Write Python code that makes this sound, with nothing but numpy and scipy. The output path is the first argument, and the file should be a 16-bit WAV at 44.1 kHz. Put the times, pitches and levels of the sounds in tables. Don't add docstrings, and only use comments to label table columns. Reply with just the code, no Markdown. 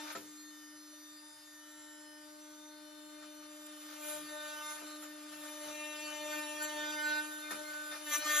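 import sys
import numpy as np
from scipy import signal
from scipy.fft import rfft, irfft
from scipy.io import wavfile

SR = 44100
rng = np.random.default_rng(int(sys.argv[2]) if len(sys.argv) > 2 else 0)


def bounce(signal):
    frames = np.transpose(np.atleast_2d(signal))
    limited = np.clip(frames, -1, 1)
    pcm = np.round(limited * 32767).astype(np.int16)
    wavfile.write(sys.argv[1], SR, pcm)


N = 370440
TIME = np.arange(N) / SR
SLOW_TIME = np.linspace(0, N / SR, N // 60)
STROKE_HZ = 301.3


# (time [s], level [dB])
HOUSING_HUM = [(0.0, -51), (0.04, -50), (0.16, -61), (0.18, -55), (1.26, -60), (1.38, -70), (1.4, -64.5),
               (1.73, -59), (3.86, -54), (4.16, -54.5), (4.23, -50), (4.37, -58), (4.6, -59), (4.77, -63),
               (4.84, -52.5), (6.15, -53.5), (6.2, -55), (6.36, -50), (6.53, -52), (7.27, -49.5),
               (7.34, -53.5), (7.95, -57), (8.05, -53), (8.09, -52), (8.14, -66), (8.16, -62), (8.19, -48),
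               (8.24, -81), (8.26, -49), (8.28, -50), (8.4, -54)]
# (time [s], level [dB])
LOW_DRONE = [(0, -52), (.15, -65.5), (.33, -76.5), (1.5, -72), (2.3, -63.5), (3.68, -61), (3.9, -68.5),
             (4.06, -50), (4.17, -49), (4.25, -67), (4.35, -50.5), (4.7, -56), (4.85, -59.5), (5.3, -62),
             (5.65, -50.5), (6.08, -53), (6.24, -44.5), (6.5, -49), (6.8, -47.5), (7.17, -49.5), (7.3, -59),
             (7.52, -58.5), (7.6, -49.5), (7.7, -56.5), (8.05, -57), (8.4, -50.5)]
# (time [s], level [dB])
MID_RING = [(0.25, -73), (.8, -76), (1.45, -77), (2.05, -69.5), (3.9, -71.5), (4.13, -56), (4.2, -67),
            (4.33, -55), (4.72, -54), (4.77, -64.5), (5.86, -81), (5.95, -54), (6.02, -74), (6.09, -56),
            (6.27, -86), (6.33, -46), (6.42, -59), (6.55, -68), (6.62, -47), (6.75, -62), (6.84, -48),
            (6.97, -47), (7.06, -40.5), (7.14, -38.5), (7.2, -42), (7.27, -56), (7.37, -52.5), (7.68, -53),
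            (7.76, -47.5), (7.92, -53.5), (7.99, -68), (8.15, -50.5), (8.24, -58), (8.31, -45),
            (8.4, -41.5)]
# (grip [0 free, 1 cutting, 2 wedged], beam bark [dB],
# blade buzz [dB], blade sizzle [dB], teeth rasp [dB], kerf scrape [dB], frame shudder [dB])
GRIP_MIX = [(0, -68, -67.5, -64, -68.5, -71, -101), (.3, -69, -67.5, -69.5, -72, -69.5, -89),
            (.6, -60.5, -60.5, -64, -57.5, -56, -85), (1, -55, -52.5, -59, -53, -59, -72.5),
            (1.3, -49, -46, -53.5, -55, -52.5, -61), (2, -39.5, -44.5, -43, -36, -49, -90)]
# (frequency [Hz], left over right [dB], left lead [rad])
STANDING_WAVES = [(301, 2, .1), (602, 4.3, .75), (904, 0, .9), (1205, -1, -.4), (1506, -.8, -1.85),
                  (1807, 1, .2), (2110, 2.5, .3), (4200, 2.5, .2), (6600, .5, 0), (15000, -.5, 0)]

def stroke_buzz(angle, grip, swell_db=1.15, top_trim_db=-.4, top_loss_db=5, scatter_rad=2.54):
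    order = np.arange(1, 50)
    hz = order * STROKE_HZ
    gain = buzz_timbre(order, grip)
    pan_db, lead = read(STANDING_WAVES, hz)
    lead = lead + at_hz(PORT_LEAD, hz)
    hum, = read(HOUSING_HUM, SLOW_TIME)
    drone, = read(LOW_DRONE, SLOW_TIME)
    ring, = read(MID_RING, SLOW_TIME)
    bark, blade, sizzle = read(GRIP_MIX, grip)[:3]
    top = rasp_level(grip) + top_trim_db - top_loss_db * grip
    bands = [([1], hum), ([2, 3], drone), ([4, 6], bark), ([5], ring),
             (range(7, 16), blade), (range(16, 26), sizzle), (range(26, 50), top)]
    for members, db in bands:
        band = np.isin(order, members)
        centre_power = np.sum((gain[band] * np.cos(lead[band, None] / 2)) ** 2, axis=0) / 2
        fader = from_db(db + swell_db * np.minimum(grip, 1) * drift(8))
        gain[band] *= fader / np.sqrt(centre_power)
    gain = np.hypot(gain, np.sqrt(2) * singing_resonances(hz))
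    sway_depth = np.interp(hz, [300, 1500, 3000, 8000], [.1, .13, .27, .17])
    chatter = .2 + .08 * np.minimum(grip, 1.3)
    spread = scatter_rad * np.interp(grip, [1.3, 2], [1, .4])
    out, turn, carrier = np.zeros((2, N)), np.exp(1j * angle), 1
    for n, level, pan, ahead, sway in zip(order, gain, pan_db, lead, sway_depth):
        carrier = carrier * turn
        height = min(n / 10, 1)
        voice = level * np.exp(1j * (spread * rng.standard_normal() + height * drift(.65)))
        voice *= 1 + np.sqrt(height) * chatter * (drift(22) + 1j * drift(7))
        image = from_db(pan / 2) * np.exp(.5j * ahead + sway * (drift(.35) + 1j * drift(2.9)))
        out += [(smooth(voice * image) * carrier).real, (smooth(voice / image) * carrier).real]
    return out


# (free [dB], cutting [dB], wedged [dB])
HARMONIC_BALANCE = [(-57, -52, -52), (-51.5, -51.5, -55), (-55.5, -51.5, -63), (-62, -48, -42),
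                    (-67, -50, -41), (-64.5, -48.5, -40.5), (-77, -63, -49), (-81, -57, -48),
                    (-80, -57.5, -53), (-66.5, -60, -57), (-80, -64.5, -49), (-66, -55.5, -67),
                    (-87, -60.5, -59), (-68, -63, -59.5), (-82, -62, -62), (-64, -68, -54),
                    (-73, -67.5, -53), (-80.5, -68, -67), (-80, -62.5, -60), (-63.5, -62.5, -44.5),
                    (-83, -57.5, -77), (-72.5, -72, -39), (-80, -63, -65), (-64, -61.5, -75),
                    (-75, -59, -60)]
# (frequency [Hz], free [dB], cutting [dB], wedged [dB])
TOP_BALANCE = [(8750, -103, -90, -79), (9070, -76, -52, -52), (9700, -88, -73, -70), (9400, -87, -56, -66),
               (9940, -84, -51, -84), (10770, -93, -59, -77), (11700, -86, -64, -49),
               (14580, -99, -62.5, -58), (14100, -92, -100, -59)]
# (time [s], wall [Hz], beam [Hz], blade [Hz])
FORMANTS = [(0, 845, 1530, 3300), (.45, 810, 1810, 4340), (2.1, 700, 1660, 3830), (2.6, 700, 1260, 3860),
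            (3.299, 595.4, 1370, 3350), (4.05, 650, 1540, 2880), (4.45, 670, 1320, 3500),
            (4.7, 780, 1240, 3632), (5, 540, 1500, 3850), (5.5, 622, 1580, 3550), (5.75, 646, 1660, 2700),
            (6.4, 715, 1540, 2688), (6.85, 744, 1480, 3800), (7.199, 835, 1750, 3350),
            (7.55, 597, 1432, 3900), (8.4, 625, 1630, 3580)]

def buzz_timbre(order, grip, free_wander_db=7.5, judder_db=5):
    hz = order * STROKE_HZ
    top_rows = np.transpose(read(TOP_BALANCE, hz[len(HARMONIC_BALANCE):]))
    db = np.array([np.interp(grip, [0, 1, 2], row) for row in np.vstack([HARMONIC_BALANCE, top_rows])])
    load = np.minimum(grip, 1)
    for n in order:
        wobble_db = free_wander_db * (1 - load) * drift(3) + judder_db * load * drift(9)
        db[n - 1] += min(n / 10, 1) * wobble_db
    bells = (9, 150), (7, 230), (3, 400)
    for centre, (lift_db, width_hz) in zip(read(FORMANTS, SLOW_TIME), bells):
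        db += lift_db * np.exp(-.5 * ((hz[:, None] - centre) / width_hz) ** 2)
    return from_db(db)


# (time [s], stroke rate [Hz])
STROKE_RATE = [(0, 301.5), (2.5, 301.6), (4.6, 301.3), (4.77, 302.2), (5.45, 300.4), (5.8, 301.2),
               (6.1, 301.4), (6.19, 299.8), (6.35, 302.3), (6.48, 300.6), (6.65, 302), (6.79, 300.1),
               (6.91, 302.1), (7.07, 300.4), (7.23, 302.3), (7.68, 301.7), (7.77, 300.3), (8.04, 302),
               (8.11, 297.3), (8.18, 297.6), (8.25, 303), (8.35, 299.4), (8.4, 300.5)]

def stroke_angle(grip, free_flutter=.00032, drag_flutter=.001334):
    rate, = read(STROKE_RATE, SLOW_TIME)
    flutter = (free_flutter + drag_flutter * grip ** 2) * drift(41.9)
    return 2 * np.pi * np.cumsum(smooth(rate * (1 + flutter))) / SR


# (start [s], end [s], frequency [Hz], level [dB])
SINGING_CUES = [(0.232, .62, 3740, -72), (0.273, .44, 7200, -62), (0.373, 0.513, 4220, -65),
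                (0.424, 0.777, 1750, -64.5), (.5, 1.3, 1180, -74), (.52, .75, 5125, -80),
                (0.726, 0.76, 602, -67), (0.764, 1.047, 5960, -65.5), (0.93, 0.946, 602, -63),
                (.78, 1.155, 3660, -69.5), (0.936, 1.26, 1808, -69), (.98, 1.2, 4730, -66),
                (1.226, 1.412, 870, -70.5), (1.25, 1.442, 5170, -70.5), (1.47, 2.25, 1750, -63.5),
                (1.72, 2.3, 910, -69), (1.602, 2.3, 6026, -73), (1.6, 2.302, 3315, -77.5),
                (1.6, 2.0, 3920, -73), (2.4, 2.714, 6120, -64.5), (2.572, 3.91, 3650, -69),
                (2.703, 3.5, 4200, -70), (3.5, 3.91, 7200, -64), (3.64, 3.674, 7260, -51),
                (4.026, 4.134, 2410, -59), (4.037, 4.24, 3010, -65), (4.27, 4.52, 1830, -56.5),
                (4.311, 4.537, 602, -58), (4.6, 4.748, 904, -58), (4.284, 4.55, 3730, -57),
                (4.61, 4.732, 1205, -52.5), (4.62, 4.733, 2190, -56.5), (4.76, 4.795, 1808, -57),
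                (4.854, 4.975, 4060, -61.5), (4.874, 4.964, 1230, -58), (5.076, 5.131, 1808, -61),
                (5.544, 6.25, 5950, -66), (5.746, 6.132, 2570, -52), (6.289, 6.412, 1190, -54),
                (6.31, 6.436, 1790, -50.5), (6.303, 6.669, 2580, -54), (6.57, 6.847, 1760, -49.5),
                (6.622, 6.665, 7200, -47), (6.77, 6.917, 3510, -51), (6.838, 7.214, 4910, -57.5),
                (7.039, 7.217, 2610, -54), (7.079, 7.198, 4050, -51.5), (6.96, 7.205, 1960, -50),
                (7.435, 7.49, 2270, -55.5), (7.423, 7.607, 3640, -59), (7.64, 7.714, 2090, -57.5),
                (7.912, 7.943, 3580, -52), (7.915, 7.948, 1910, -51), (8.067, 8.167, 1880, -47),
                (8.124, 8.167, 1120, -43.5), (8.125, 8.168, 5930, -42), (8.258, 8.272, 1200, -38),
                (8.335, 8.45, 1230, -42), (8.27, 8.45, 1820, -40), (8.277, 8.45, 2110, -53),
                (8.299, 8.452, 3600, -48)]

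def singing_resonances(hz, edge_s=.0023, width_hz=146, waver_db=1):
    power = 0
    for start, end, centre, db in SINGING_CUES:
        attack = (1 + np.tanh((SLOW_TIME - start) / edge_s)) / 2
        release = (1 + np.tanh((end - SLOW_TIME) / edge_s)) / 2
        envelope = attack * release * from_db(db + waver_db * drift(7))
        near = np.exp(-((hz - centre) / width_hz) ** 2)
        power = power + np.outer(near / near.sum(), envelope ** 2)
    return np.sqrt(power)


# (frequency [Hz], EQ [dB])
TEETH_EQ = [(400, -43), (900, -25), (2500, -1), (4000, 5), (5000, -29), (6000, 6), (6700, 2), (7300, 14.5),
            (8300, -32), (9200, -12), (9900, 12.5), (11000, -16), (12200, -7), (13600, -6), (15000, -28)]
# (frequency [Hz], EQ [dB])
KERF_EQ = [(100, -26), (220, -19.5), (350, -7), (440, -16), (530, -3), (750, -0.5), (1000, -4.5),
           (1300, 6.5), (1700, 0), (2050, -3.5), (2500, -1.5), (3000, -8.5), (3700, -3.5), (6000, -6.5),
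           (12000, -20)]
# (time [s], level [dB], half length [s])
SCRAPE_CUES = [(.04, -52, 0.053), (.108, -47.5, 0.025), (3.24, -63, .03), (3.44, -66, 0.031),
               (3.92, -54.5, 0.028), (4.12, -54.5, 0.043), (4.6, -57.5, .038), (4.79, -58, 0.028),
               (5.5, -59.5, 0.11), (5.68, -53, 0.04), (6.11, -52, 0.04), (6.93, -55, 0.032),
               (7.74, -60, 0.025), (7.945, -46, 0.022), (8.24, -46, 0.028)]

def cutting_friction(angle, grip, teeth_db=-2.5, kerf_db=1, free_db=-6, flicker_db=1.2, grain_db=1.1):
    rub = from_db(read(GRIP_MIX, grip)[4] + deepening(grip))
    scrape = np.hypot(rub, swells(SCRAPE_CUES)) * from_db(kerf_db + flicker_db * drift(30))
    looseness = np.maximum(1 - 2 * grip, 0)
    rasp = from_db(rasp_level(grip) + teeth_db + free_db * looseness)
    grain = smooth(from_db(grain_db * drift(60)))
    pulse = rms_one(np.exp(.061 * np.cos(angle)) * grain)
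    teeth = smooth(rasp) * noise(TEETH_EQ, repeat=.27)
    kerf = smooth(scrape) * noise(KERF_EQ, repeat=.42)
    return pulse * (teeth + kerf)


# (time [s], level [dB], half length [s])
BITE_CUES = [(.042, -77, 0.033), (.132, -53, 0.011), (3.668, -55, .0051), (4.11, -45, 0.059),
             (4.69, -50.5, 0.064), (5.032, -54.5, .016), (6.39, -50, 0.062), (6.641, -44, 0.013),
             (7.515, -45, 0.0066), (8.146, -40.5, 0.046), (8.384, -33.5, 0.047)]

def rasp_level(grip):
    steady_db = read(GRIP_MIX, grip)[3] + deepening(grip)
    return 20 * np.log10(np.hypot(from_db(steady_db), swells(BITE_CUES)))


def deepening(grip, db_per_s=.6, halfway_s=5.7):
    return np.minimum(grip, 1) * db_per_s * (SLOW_TIME - halfway_s)


# (time [s], level [dB], blade ring trim [dB], low thud trim [dB])
KNOCK_CUES = [(0.108, -61, 0, -7), (.15, -39.5, -7, 0.5), (3.224, -52, -5, -15), (4.814, -55, -10, 5),
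              (5.024, -48.5, 0, -19), (7.506, -38.5, -15, -5), (7.515, -50, -11, 1), (7.528, -58, -19, 6),
              (7.924, -52, -10, -12)]
# (frequency [Hz], relative level [dB], t60 [s])
WOOD_MODES = [(220, -12, 0.22), (390, -8.5, 0.23), (526, -8, 0.2), (678, -3.5, 0.14), (990, -6, 0.16),
              (1298, 2.5, 0.087), (1358, -0.5, 0.075), (1833, 5.5, 0.041)]

def blade_knocks(attack_s=.0041, thud_below_hz=1100, blade_hz=7260, blade_t60=.16):
    rings, burst = np.zeros((2, N)), np.zeros(N)
    for time, db, blade_db, thud_db in KNOCK_CUES:
        start = int(time * SR)
        t = TIME[:min(SR // 2, N - start)]
        span = slice(start, start + len(t))
        blow = from_db(db) * (1 - np.exp(-t / attack_s))
        crack = from_db(-3) * fade(t, t60=.12)
        tail = from_db(-12) * fade(t, t60=.32)
        burst[span] += blow * (crack + tail)
        for hz, mode_db, t60 in WOOD_MODES + [(blade_hz, 1.5 + blade_db, blade_t60)]:
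            phase = rng.uniform(0, 2 * np.pi) + rng.normal(0, .64, (2, 1))
            envelope = blow * from_db(mode_db + thud_db * (hz < thud_below_hz)) * fade(t, t60)
            rings[:, span] += envelope * np.sin(2 * np.pi * hz * t + phase)
    return rings + burst * noise(KERF_EQ)


# (time [s], level [dB])
JOLT_CUES = [(.175, -51.5), (1.33, -76), (3.45, -73), (4.2, -61), (4.81, -73), (5.66, -58), (6.32, -78),
             (7.52, -53)]
# (frequency [Hz], EQ [dB])
FRAME_EQ = [(20, -42), (35, -25), (55, -14), (120, -4), (185, 3), (240, -4.5), (450, 4.5), (900, -10)]

def frame_shudder(grip, rise_s=.011, t60=.47, trim_db=1):
    tremble = from_db(read(GRIP_MIX, grip)[5])
    jolts = 0
    for time, db in JOLT_CUES:
        age = SLOW_TIME - time
        jolts += from_db(db) * np.exp(np.minimum(age, 0) / rise_s) * fade(np.maximum(age, 0), t60)
    return smooth(np.hypot(tremble, jolts) * from_db(trim_db)) * noise(FRAME_EQ)


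# (time [s], level [dB], half length [s])
GROWL_CUES = [(3.445, -101, 0.026), (4.21, -68.5, 0.044), (5.367, -77, 0.051)]

def skipping_growl(angle):
    return smooth(swells(GROWL_CUES)) * np.sin(angle / 2)


# (time [s], level [dB])
WHINE_LEVEL = [(.25, -100), (.36, -72), (.9, -72), (1.3, -96), (1.65, -67), (1.95, -67), (2.1, -88)]

def faint_whine(angle):
    db, = read(WHINE_LEVEL, TIME)
    return from_db(db) * np.sin(4.5 * angle)


# (frequency [Hz], EQ [dB])
FAN_EQ = [(25, -47), (60, 0.5), (200, -7.5), (430, -21), (750, 3.5), (1300, 7), (2000, 5), (2800, -0.5),
          (4200, 6.5), (7300, 4), (10000, 9.5), (12500, -4.5), (15500, -28)]

def fan_hiss(level_db=-60.5):
    return from_db(level_db) * noise(FAN_EQ)


# (frequency [Hz], left-right likeness [0 wide, 1 mono])
STEREO_LIKENESS = [(60, 0.97), (300, 0.46), (700, 0.1), (1400, 0.065), (2000, 0.71), (5000, 0.021),
                   (8000, 1), (15000, 0.95)]
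# (frequency [Hz], left lead [rad])
PORT_LEAD = [(30, 0), (4900, .1), (5800, -1.3), (7200, -2), (8300, -3.1), (10000, -4.6), (11300, -6.2),
             (12800, -6.4), (14000, -8.0), (15000, -9.4)]

def noise(eq, repeat=0):
    hz = np.arange(N // 2 + 1) * SR / N
    mid, side = rfft(rng.standard_normal((2, N)))
    alike, sides = at_hz(STEREO_LIKENESS, hz), np.array([[1], [-1]])
    pair = np.sqrt(1 + alike) * mid + sides * np.sqrt(1 - alike) * side
    pair /= 1 - repeat * np.exp(-2j * np.pi * hz / STROKE_HZ)
    lead = np.exp(.5j * sides * at_hz(PORT_LEAD, hz))
    return rms_one(irfft(pair * from_db(at_hz(eq, hz)) * lead, N))


def drift(rate_hz):
    pole = np.exp(-2 * np.pi * rate_hz * SLOW_TIME[1])
    white = rng.standard_normal(2 * len(SLOW_TIME))
    return rms_one(signal.lfilter([1], [1, -2 * pole, pole * pole], white)[len(SLOW_TIME):])


def swells(cues):
    return sum(from_db(db) * np.exp(-.5 * ((SLOW_TIME - time) / half) ** 2) for time, db, half in cues)


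def fade(t, t60):
    return from_db(-60 * t / t60)


def smooth(slow):
    return np.interp(TIME, SLOW_TIME, slow)


def read(rows, at):
    first, *columns = np.transpose(rows)
    return [np.interp(at, first, column) for column in columns]


def at_hz(points, hz):
    freqs, values = np.transpose(points)
    return np.interp(np.log(hz + 1), np.log(freqs), values)


def from_db(db):
    return 10 ** (np.asarray(db) / 20)


def rms_one(x):
    return x / np.sqrt(np.mean(x ** 2) + 1e-20)


# (time [s], grip [0 free, 1 cutting, 2 wedged])
BLADE_GRIP = [(0, 1.04), (.13, 0.27), (.27, 0.015), (2, .044), (2.45, 0.23), (3.5, 0.43), (3.96, 0.58),
              (4.07, 0.8), (4.17, 0.75), (4.25, 0.72), (4.35, 0.76), (4.68, 0.97), (4.85, 0.61),
              (5.2, 0.49), (5.55, 0.79), (5.8, 0.92), (6.15, 1.08), (6.24, 1.1), (6.33, 1.18), (6.45, 1.06),
              (6.51, 1), (6.6, 1.04), (6.85, 1.17), (6.96, 1.11), (7.18, 1.15), (7.25, 1.04), (7.33, 0.73),
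              (7.93, 0.73), (8.04, 0.63), (8.075, 1.06), (8.105, 1.1), (8.13, 2.1), (8.16, 2.02),
              (8.18, 1.03), (8.245, 1.5), (8.29, 1.79), (8.4, 1.95)]

def scene(noise_pan_db=1):
    grip, = read(BLADE_GRIP, SLOW_TIME)
    angle = stroke_angle(grip)
    noises = cutting_friction(angle, grip) + frame_shudder(grip) + blade_knocks() + fan_hiss()
    tones = stroke_buzz(angle, grip) + skipping_growl(angle) + faint_whine(angle)
    return tones + noises * from_db([[noise_pan_db], [-noise_pan_db]])


def record(dry, cutoff_hz=15000):
    return signal.sosfilt(signal.ellip(10, .2, 70, cutoff_hz, fs=SR, output="sos"), dry)


dry = scene()
out = record(dry)
bounce(out)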